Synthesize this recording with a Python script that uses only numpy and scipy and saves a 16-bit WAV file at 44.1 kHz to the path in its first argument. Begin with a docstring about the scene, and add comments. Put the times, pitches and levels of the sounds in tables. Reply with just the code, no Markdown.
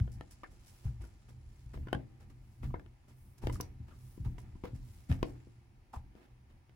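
"""Platform heels on carpeted stairs

Someone in platform high heels climbs a carpeted wooden staircase to a landing, the microphone close to the feet.
Soles land with a muffled thud (struck tread and flight modes) and scuff the pile (grainy coloured noise).
Heels and loaded boards knock and click: struck modes with short noise bursts; slipping soles chirr.
Knitted trouser legs swish, nylon hisses and the flight rumbles, all as swelling noise; a strap snaps once.
The narrow stairwell rings briefly over the steady quiet of the house."""
import sys
import numpy as np
from scipy import signal
from scipy.fft import rfft, irfft, next_fast_len
from scipy.io import wavfile

SR = 44100
rng = np.random.default_rng(int(sys.argv[2]) if len(sys.argv) > 2 else 0)


def transcribe(u):
    """Save the signal u as a 16-bit wav file named by the first command-line argument.

    u: samples, shape (n,) or (channels, n), limited to [-1, 1]; the rate is SR.
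    q: integer samples, one column per channel.
    """
    v = np.clip(np.atleast_2d(u).T, -1, 1)
    q = np.round(v * 32767).astype(np.int16)
    wavfile.write(sys.argv[1], SR, q)


N = 297851
TIME = np.arange(N) / SR


def from_db(db):
    """Decibels to gain."""
    return 10 ** (np.asarray(db) / 20)


def rms_one(x):
    """Scale to unit rms."""
    return x / np.sqrt(np.mean(x ** 2) + 1e-20)


def at_hz(points, hz):
    """Read a table on a log-frequency axis."""
    f, value = np.transpose(points)
    return np.interp(np.log(np.maximum(hz, 1)), np.log(f), value)


def add(track, s, sound):
    """Mix a sound into a track from time s on."""
    i = max(int(round(s * SR)), 0)
    track[..., i:i + sound.shape[-1]] += sound[..., :N - i]


def swell(peak_s):
    """A quick rise to 1 and a slower fall."""
    age = TIME[:SR // 2] / peak_s
    return age * np.exp(1 - age)


def stroke(s, half_s):
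    """A smooth pass, at its height at time s."""
    return np.exp(-.5 * np.minimum(((TIME - s) / half_s) ** 2, 100))


def surge(s, rise_s, fall_s):
    """A rise to 1 at time s, then a steady dying away."""
    return np.where(TIME < s, stroke(s, rise_s), np.exp(-np.abs(TIME - s) / fall_s))


def pan(stereo, left_db):
    """Tilt the balance: left against right in dB."""
    return stereo * from_db([[left_db / 2], [-left_db / 2]])


def place(sound, left_db, lag_s):
    """Mono to stereo: left_db favours the left port, lag_s delays the right."""
    t = TIME[:len(sound)]
    return pan(np.array([sound, np.interp(t - lag_s, t, sound, left=0)]), left_db)


# Likeness of left and right. Each row: frequency in Hz, correlation.
LEFT_RIGHT_LIKENESS = [(60, 0.95), (150, 0.94), (300, 0.95), (600, 0.2), (1500, 0.05), (4000, 0.061),
                       (15000, 0.093)]


def noise(spectrum):
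    """Stereo noise of a given colour, alike in the bass and nearly unrelated in the treble; rms 1."""
    size = next_fast_len(N)
    hz = np.arange(size // 2 + 1) * SR / size
    mid, side = rfft(rng.standard_normal((2, size))) * from_db(at_hz(spectrum, hz))
    alike = np.clip(at_hz(LEFT_RIGHT_LIKENESS, hz), -1, 1)
    spectra = np.sqrt(1 + alike) * mid + np.sqrt(1 - alike) * side * [[1], [-1]]
    return rms_one(irfft(spectra, size)[:, :N])


def grain(per_s, depth_db):
    """Uneven gain of surfaces catching and letting go; rms 1."""
    catches = np.clip(rng.standard_normal(N), -2, 2)
    return rms_one(from_db(depth_db * np.interp(TIME * per_s, np.arange(N), catches)))


def ring(modes, t):
    """Free decay of struck modes."""
    return sum(from_db(db - 60 * t / t60) * np.sin(2 * np.pi * hz * t) for hz, db, t60 in modes)


def soften(sound, contact_s):
    """A rounded push instead of a sharp blow: the longer the contact, the duller the sound."""
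    push = np.sin(np.pi * np.minimum(TIME[:int(contact_s * SR) + 2] / contact_s, 1)) ** 2
    return signal.fftconvolve(sound, push / push.sum())[:len(sound)]


def band_pass(sound, low_hz, high_hz):
    """Second-order Butterworth band-pass."""
    return signal.sosfilt(signal.butter(2, [low_hz, high_hz], "band", fs=SR, output="sos"), sound)


# Soles landing or pushing off. Each row: start in seconds, level in dB, contact time in seconds,
# tread pitch in Hz, share passed to the flight in dB.
SOLE_THUDS = [(0.004, -13.5, 0.0067, 101.5, -8.5), (0.162, -28, 0.008, 107, -6),
              (0.853, -20.5, 0.0082, 74, -2), (1.001, -26.5, 0.011, 53.3, -3), (1.661, -37, 0.0094, 51, 2),
              (1.757, -32.5, 0.0081, 109, -2), (1.946, -22, 0.0026, 124, -10.5),
              (2.633, -39.5, 0.0033, 84, 1), (2.748, -38, .003, 118, -11), (3.439, -36.5, 0.011, 60, 9.5),
              (3.491, -38, 0.012, 120, -29), (3.801, -32, 0.0038, 77, -11.5), (4.198, -27, 0.0063, 92, -6),
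              (4.257, -19.5, 0.0057, 112, -10.5), (4.732, -31, 0.0017, 84, -11),
              (5.093, -20, 0.0038, 130, -8.5), (5.104, -15, 0.0044, 86, -9.5), (5.23, -40, 0.0021, 122, -4),
              (5.964, -28, 0.0055, 74.6, -18.5)]
# Resonances of the whole flight. Each row: frequency in Hz, level in dB, T60 in seconds.
FLIGHT_MODES = [(37.5, -22, 0.055), (60.2, -1.5, 0.21), (90, -15.5, 0.075), (117, -10.5, 0.67),
                (136.9, -2, 0.24), (171, -5, 0.16), (216, -4, 0.17), (257.6, -5.5, 0.12)]


def thuds(tread_t60_s=0.081, left_db=1.5, lag_s=-.00022):
    """The carpet cushions the sole; the tread bounces briefly and shakes the whole flight."""
    out, t = np.zeros(N), TIME[:SR]
    flight = ring(FLIGHT_MODES, t)
    for s, db, contact_s, tread_hz, flight_db in SOLE_THUDS:
        wood = ring([(tread_hz, 0, tread_t60_s)], t) - from_db(flight_db) * flight
        add(out, s, from_db(db) * soften(wood, contact_s))
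    return place(out, left_db, lag_s)


# Hard contacts of heel and boards. Each row: start in seconds, wood level in dB, shoe level in dB,
# shoe pitch in Hz, stem clack in dB, tick in dB, time to full grip in seconds, left against right in dB.
HARD_CONTACTS = [(0.0003, -44.5, -59.5, 1550, -48, -49.5, 0.00057, -6.5),
                 (0.077, -44.5, -57, 1440, -66, -85, 0.001, 8),
                 (0.2098, -40, -48, 1835, -49, -49, 0.00047, 2.5),
                 (0.434, -63, -43.5, 1067, -56, -70, 0.0024, 3),
                 (1.0392, -55, -59, 1470, -76, -64, 0.0012, 4),
                 (1.7417, -47, -61, 990, -75, -70, 0.00098, 14),
                 (1.775, -43, -58.5, 1030, -67, -81, 0.0011, 10),
                 (1.871, -34.5, -51, 1470, -60, -65, 0.0017, 1),
                 (1.884, -50, -49.5, 1480, -56.5, -72, 0.0016, 3),
                 (1.9290, -25.5, -28.5, 1480, -36.5, -33.5, 0.00099, 5.5),
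                 (1.948, -36.5, -43, 1600, -58, -43, 0.00074, -7),
                 (2.6322, -51, -68, 2100, -71, -58, 0.00094, 21),
                 (2.7046, -61, -58, 1080, -72, -74, 0.0018, -1),
                 (2.7414, -32, -41.5, 1000, -80, -76, .0009, 6),
                 (2.7961, -47.5, -57, 1630, -60, -56, 0.0007, 1),
                 (2.8621, -58, -72, 1480, -62, -56.5, 0.00045, 1),
                 (3.4373, -34, -55, 830, -69, -71, 0.0016, 11),
                 (3.4702, -24, -40.5, 885, -36.5, -49, .001, 2),
                 (3.4966, -35, -40.5, 956, -52, -47, 0.0016, 1),
                 (3.6010, -30, -42, 1007, -51, -43.5, 0.0017, 2.5),
                 (4.177, -34.5, -66, 1000, -83, -81, 0.0021, 5),
                 (4.382, -46, -55, 990, -54, -54, .0014, -2),
                 (4.5537, -35.5, -64.5, 990, -77, -81, 0.0026, 4),
                 (4.6372, -27.5, -46.5, 960, -54, -77, 0.0019, 3),
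                 (4.6540, -44, -56.5, 1570, -68, -84, 0.00047, 17),
                 (5.1157, -36, -50.5, 1800, -40.5, -45, 0.00055, 5),
                 (5.1244, -42, -49, 1850, -48, -59, 0.0014, -7),
                 (5.1907, -56, -76, 2240, -66, -62, .0005, 9),
                 (5.2287, -20, -34.5, 1072, -34, -37, .0011, 3),
                 (5.4705, -42.5, -77, 991, -86, -84, 0.0017, 4),
                 (6.1520, -44.5, -91, 1310, -68, -86, 0.0014, 5),
                 (6.6943, -58.5, -76, 1540, -66, -71, 0.001, -3)]
# Resonances of one board. Each row: frequency in Hz, level in dB, T60 in seconds.
BOARD_MODES = [(206, -15, 0.036), (305.4, -2, 0.025), (369.5, -21.5, 0.087), (436, -11.5, 0.028),
               (505, -15.5, 0.048), (648, -6, 0.03), (830, -25, 0.2), (970, -40, .02)]
# Resonances of the shoe. Each row: multiple of its pitch, level in dB, T60 in seconds.
SHOE_MODES = [(0.501, -5, 0.0091), (0.719, -9, 0.046), (1.002, 3.5, 0.022), (2.12, -9, 0.02),
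              (3.05, -19.5, .014)]
# Ring of the heel stem. Each row: frequency in Hz, level against its clack in dB, T60 in seconds.
STEM_MODES = [(3200, 1.5, 0.0051)]
# Clack of the heel stem. Each row: frequency in Hz, relative level in dB per Hz.
STEM_SPECTRUM = [(900, -4), (1800, 0.5), (2200, 2.5), (2650, -6), (2950, 8), (3150, -46), (3550, -4.5),
                 (4200, -15), (5000, -10), (8000, -23)]
# Tick on hard plastic. Each row: frequency in Hz, relative level in dB per Hz.
TICK_SPECTRUM = [(1500, 30), (3500, -19), (4400, 3), (5600, 0.5), (6700, -5), (7800, 8), (8800, 5),
                 (9900, 12), (11500, -7.5), (13500, -8), (16000, -37)]


def knocks(contact_per_grip=1.33, lag_s=.00004, grit_db=3.0, shoe_contact_s=0.00031):
    """Each contact knocks the board and rings the shoe; brief grinding clacks the stem and ticks on hard plastic."""
    out, t = np.zeros((2, N)), TIME[:SR // 2]
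    clack, tick = noise(STEM_SPECTRUM), noise(TICK_SPECTRUM)
    board, stem = ring(BOARD_MODES, t), place(ring(STEM_MODES, t), 0, lag_s)
    for s, wood_db, shoe_db, shoe_hz, clack_db, tick_db, grip_s, left_db in HARD_CONTACTS:
        grip = swell(grip_s)
        # a slow grip dulls the board
        wood = place(soften(board, contact_per_grip * grip_s), 0, lag_s)
        # the shoe is struck once, then rattled by the grinding
        shoe_modes = [(shoe_hz * k, db, t60) for k, db, t60 in SHOE_MODES]
        shell = soften(ring(shoe_modes, t), shoe_contact_s)
        grit = from_db(grit_db) * rng.standard_normal((2, len(t))) * grip / np.linalg.norm(grip)
        rattle = signal.fftconvolve(grit, shell[None], axes=1)[:, :len(t)]
        shoe = place(shell, 0, lag_s) + rattle
        start = rng.integers(N - len(t))
        cut = slice(start, start + len(t))
        grinding = (from_db(clack_db) * clack[:, cut] + from_db(tick_db) * tick[:, cut]) * grip
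        sound = from_db(shoe_db) * shoe - from_db(wood_db) * wood + from_db(clack_db) * stem + grinding
        add(out, s, pan(sound, left_db))
    return out


# Sole dragging in the pile. Each row: start in seconds, time to peak in seconds, crunch in dB, fibre hiss in dB.
PILE_SCUFFS = [(0.114, 0.015, -88, -65), (0.305, 0.011, -88, -60), (0.501, 0.026, -67.5, -75),
               (0.658, 0.016, -77, -63.5), (0.834, 0.021, -57.5, -68.5), (1.001, 0.029, -61.5, -68),
               (1.283, .012, -62.5, -70), (1.732, 0.01, -53.5, -69.5), (2.198, 0.013, -60.5, -74),
               (2.295, 0.0089, -63, -74), (2.380, 0.0063, -84, -87), (2.624, 0.014, -52.5, -72),
               (3.075, 0.02, -66, -74.5), (3.376, 0.0068, -67.5, -67.5), (3.413, .027, -55, -67.5),
               (3.52, 0.016, -61, -57), (3.616, 0.012, -56, -74), (3.868, 0.025, -63, -80),
               (4.245, 0.0088, -54, -71), (4.382, .013, -64.5, -67.5), (4.636, 0.018, -50.5, -85),
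               (4.747, 0.0094, -65.5, -68.5), (5.245, .025, -64, -69), (5.087, 0.022, -49, -62),
               (5.928, 0.014, -55, -64), (6.148, 0.043, -63.5, -88.5), (6.489, 0.019, -68.5, -95)]
# Crushed pile. Each row: frequency in Hz, relative level in dB per Hz.
CRUNCH_SPECTRUM = [(100, -34), (220, 9), (480, -5), (700, -4.5), (1100, -7), (2000, -12), (3500, -18.5),
                   (8000, -30.5)]
# Brushed fibres. Each row: frequency in Hz, relative level in dB per Hz.
HISS_SPECTRUM = [(700, -7), (1800, -3), (4000, -6), (5500, 3), (6600, -2), (7700, 2), (8700, -5),
                 (10000, 2.5), (12000, -6.5), (15500, -9)]


def scuffs(left_db=-1.0):
    """The pile is crushed and brushed: a quick grainy swell that dies as the sole comes to rest."""
    crunch, hiss = np.zeros(N), np.zeros(N)
    for s, peak_s, crunch_db, hiss_db in PILE_SCUFFS:
        add(crunch, s, from_db(crunch_db) * swell(peak_s))
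        add(hiss, s, from_db(hiss_db) * swell(peak_s))
    crushed = crunch * noise(CRUNCH_SPECTRUM) * grain(per_s=260, depth_db=3.0)
    brushed = hiss * noise(HISS_SPECTRUM) * grain(per_s=680, depth_db=4.0)
    return pan(crushed + brushed, left_db)


# Sole slipping with a hollow chirr. Each row: start in seconds, time to peak in seconds, level in dB, pitch in Hz.
SOLE_SLIPS = [(0.436, 0.007, -52.5, 1630), (1.735, 0.0046, -63.5, 1700), (2.742, 0.0069, -55.5, 1510),
              (3.417, .0056, -60, 855), (3.555, .002, -50.5, 1290), (3.906, 0.013, -67, 1230),
              (4.249, 0.0087, -59.5, 900), (4.638, 0.0044, -43, 476), (5.933, 0.005, -44, 900),
              (5.958, 0.0045, -50.5, 930)]


def slips(width_octaves=0.5):
    """Stick and slip of the rubber sole keeps one broad resonance of the platform ringing."""
    out, edge = np.zeros((2, N)), 2 ** (width_octaves / 2)
    for s, peak_s, db, hz in SOLE_SLIPS:
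        envelope = swell(peak_s)
        # each port's own noise plus a shared part
        friction = rng.standard_normal((2, len(envelope))) + rng.standard_normal(len(envelope))
        chirr = band_pass(friction * envelope, hz / edge, hz * edge)
        add(out, s, from_db(db) * rms_one(chirr) * np.sqrt(np.mean(envelope ** 2)))
    return out


# Snap of the strap. Each row: frequency in Hz, relative level in dB per Hz.
STRAP_SPECTRUM = [(1500, -18), (2600, -9), (4000, -8), (4950, 2), (5400, -2), (5780, 13), (6400, -5),
                  (8500, -11), (10000, 1), (11800, -5.5), (13500, 1), (16000, 0.5)]
SNAP_S, SNAP_PEAK_S, SNAP_DB = 3.6088, .0014, -33.5


def strap(left_db=-4.0):
    """One dry snap, likely an ankle strap flicking over the nylon: a short coloured noise burst."""
    out, flick = np.zeros((2, N)), from_db(SNAP_DB) * swell(SNAP_PEAK_S)
    add(out, SNAP_S, flick * noise(STRAP_SPECTRUM)[:, :len(flick)])
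    return pan(out, left_db)


# Strides, also played by shoe_rub, trousers and nylon. Each row: landing in seconds, lead of the passing leg
# in seconds, rumble under the weight in dB, rumble at the push-off in dB, shoe rub in dB, trouser swish in dB,
# nylon hiss in dB.
STRIDE_ROWS = [(0.0, 0.17, -41.5, -62.5, -68.5, -68, -90), (0.852, .11, -45, -57, -73, -70, -71),
               (1.742, 0.14, -41.5, -54, -63, -76, -82), (2.631, .10, -40.5, -62, -77, -80.5, -79.5),
               (3.432, 0.18, -35.5, -52.5, -64, -84.5, -72), (4.218, 0.13, -38, -48.5, -65.5, -73, -68.5),
               (5.099, .16, -39, -64, -63, -71.5, -70.5), (5.93, .14, -54.5, -66.5, -74.5, -112, -106)]
# Rumbling flight. Each row: frequency in Hz, relative level in dB per Hz.
RUMBLE_SPECTRUM = [(15, -13), (30, 1.5), (45, 1), (75, 0), (100, -1), (111, -9.5), (118, 6.5), (125, 5.5),
                   (140, -15), (200, -13), (300, -22), (600, -58)]
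# delays count from the landing
SETTLE_S, SETTLE_RISE_S, CALM_S = 0.056, 0.04, 0.11
PUSH_OFF_S, PUSH_OFF_HALF_S = .58, 0.14
RESTING_RUMBLE_DB = -64.5


def flight_rumble():
    """The flight rumbles as weight settles and as the lower foot pushes off, and never quite comes to rest."""
    level = from_db(RESTING_RUMBLE_DB)
    for s, _, weight_db, push_db, *_ in STRIDE_ROWS:
        level = level + from_db(weight_db) * surge(s + SETTLE_S, SETTLE_RISE_S, CALM_S)
        level = level + from_db(push_db) * stroke(s + PUSH_OFF_S, PUSH_OFF_HALF_S)
    return level * noise(RUMBLE_SPECTRUM) * grain(per_s=18, depth_db=2.0)


# Shoe rubbing. Each row: frequency in Hz, relative level in dB per Hz.
RUB_SPECTRUM = [(150, -11), (300, 11.5), (420, -4.5), (560, -15.5), (750, 0.5), (1100, -12), (1800, -10),
                (2300, -11), (3200, -20.5), (6000, -33)]
ROLL_S, ROLL_RISE_S, ROLL_FADE_S = 0.21, 0.13, .17


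def shoe_rub():
    """The foot rolls in its shoe after each landing; the grainy rubbing swells and fades."""
    level = sum(from_db(rub_db) * surge(s + ROLL_S, ROLL_RISE_S, ROLL_FADE_S)
                for s, _, _, _, rub_db, _, _ in STRIDE_ROWS)
    return level * noise(RUB_SPECTRUM) * grain(per_s=59, depth_db=3.0)


# Swishing knit. Each row: frequency in Hz, relative level in dB per Hz.
SWISH_SPECTRUM = [(1000, 5), (2500, 2), (4100, 1.5), (5500, 3.5), (6500, 0.5), (7500, 4.5), (8600, -8),
                  (9900, 4), (11500, -20), (15500, -15)]
SWING_HALF_S = 0.14
FLAP_S, FLAP_HALF_S, FLAP_DB = 0.34, 0.13, -7  # dB against the swish


def trousers():
    """The knit swishes as the leg passes and flaps back after each landing."""
    level = 0
    for s, lead_s, _, _, _, swish_db, _ in STRIDE_ROWS:
        flap = from_db(FLAP_DB) * stroke(s + FLAP_S, FLAP_HALF_S)
        level = level + from_db(swish_db) * (stroke(s - lead_s, SWING_HALF_S) + flap)
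    return level * noise(SWISH_SPECTRUM) * grain(per_s=500, depth_db=3.5)


# Sheen of the nylon. Each row: frequency in Hz, relative level in dB per Hz.
SHEEN_SPECTRUM = [(4000, -24), (5700, -2), (6800, -10), (8700, 2), (9900, 5.5), (12500, 1), (16000, 3.5)]
NYLON_HALF_S = 0.087


def nylon():
    """Fine threads hiss in the top treble as one leg passes the other."""
    level = sum(from_db(db) * stroke(s - lead_s, NYLON_HALF_S) for s, lead_s, *_, db in STRIDE_ROWS)
    return level * noise(SHEEN_SPECTRUM) * grain(per_s=160, depth_db=1.0)


# Background of the house. Each row: frequency in Hz, relative level in dB per Hz.
HOUSE_SPECTRUM = [(100, -15), (290, -3), (350, 2.5), (430, -8.5), (800, -4.5), (1400, -11.5), (2300, -10.5),
                  (3500, -19.5), (5500, -20), (8500, -28.5), (9900, -20), (11500, -31.5), (15500, -27)]
HOUSE_DB = -74


def house():
    """Steady coloured noise of the quiet house."""
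    return from_db(HOUSE_DB) * noise(HOUSE_SPECTRUM)


def side_wall(x, left_s=.0023, right_s=0.005, echo_db=-12.5):
    """The bare wall beside the feet returns one close echo to each port."""
    echo = [np.interp(TIME - lag_s, TIME, port, left=0) for lag_s, port in zip((left_s, right_s), x)]
    return x + from_db(echo_db) * np.array(echo)


# Stairwell reverberation. Each row: frequency in Hz, reverberant against direct energy in dB.
WELL_LEVELS = [(100, -34.5), (250, -8.5), (500, -4.5), (1000, -14), (2000, -14), (4000, -7.5), (12000, -21)]
# Stairwell decay. Each row: frequency in Hz, T60 in seconds.
WELL_DECAYS = [(120, 0.69), (400, 0.3), (1000, 0.16), (3000, 0.097), (12000, 0.28)]


def stairwell(x, build_s=0.012):
    """Reflections build up between the close walls and die away, each band at its own rate."""
    t, response = TIME[:SR // 2], 0
    edges_hz = 90 * 2 ** (np.arange(12) * 2 / 3)
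    for low_hz, high_hz in zip(edges_hz, edges_hz[1:]):
        hz = np.sqrt(low_hz * high_hz)
        band = band_pass(rng.standard_normal((2, len(t))), low_hz, high_hz)
        fade = np.minimum(t / build_s, 1) * from_db(-60 * t / at_hz(WELL_DECAYS, hz))
        gain = from_db(at_hz(WELL_LEVELS, hz)) / np.sqrt(np.sum(fade ** 2))
        response = response + band * fade * gain
    return signal.fftconvolve(x, response, axes=1)[:, :N]


def scene():
    """Footfalls, clothing and house in the stairwell; the rumble of the flight stays dry."""
    contacts = knocks() + scuffs() + slips() + strap()
    brushing = shoe_rub() + trousers() + nylon()
    steps = thuds() + side_wall(contacts + brushing + house())
    return steps + stairwell(steps) + flight_rumble()


BASS_CUT_HZ, CUTOFF_HZ = 22, 16000


def record(dry):
    """The microphone loses the deepest bass; the top is cut."""
    thin = signal.sosfilt(signal.butter(2, BASS_CUT_HZ, "high", fs=SR, output="sos"), dry)
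    return signal.sosfilt(signal.ellip(10, .2, 70, CUTOFF_HZ, fs=SR, output="sos"), thin)


dry = scene()
out = record(dry)
transcribe(out)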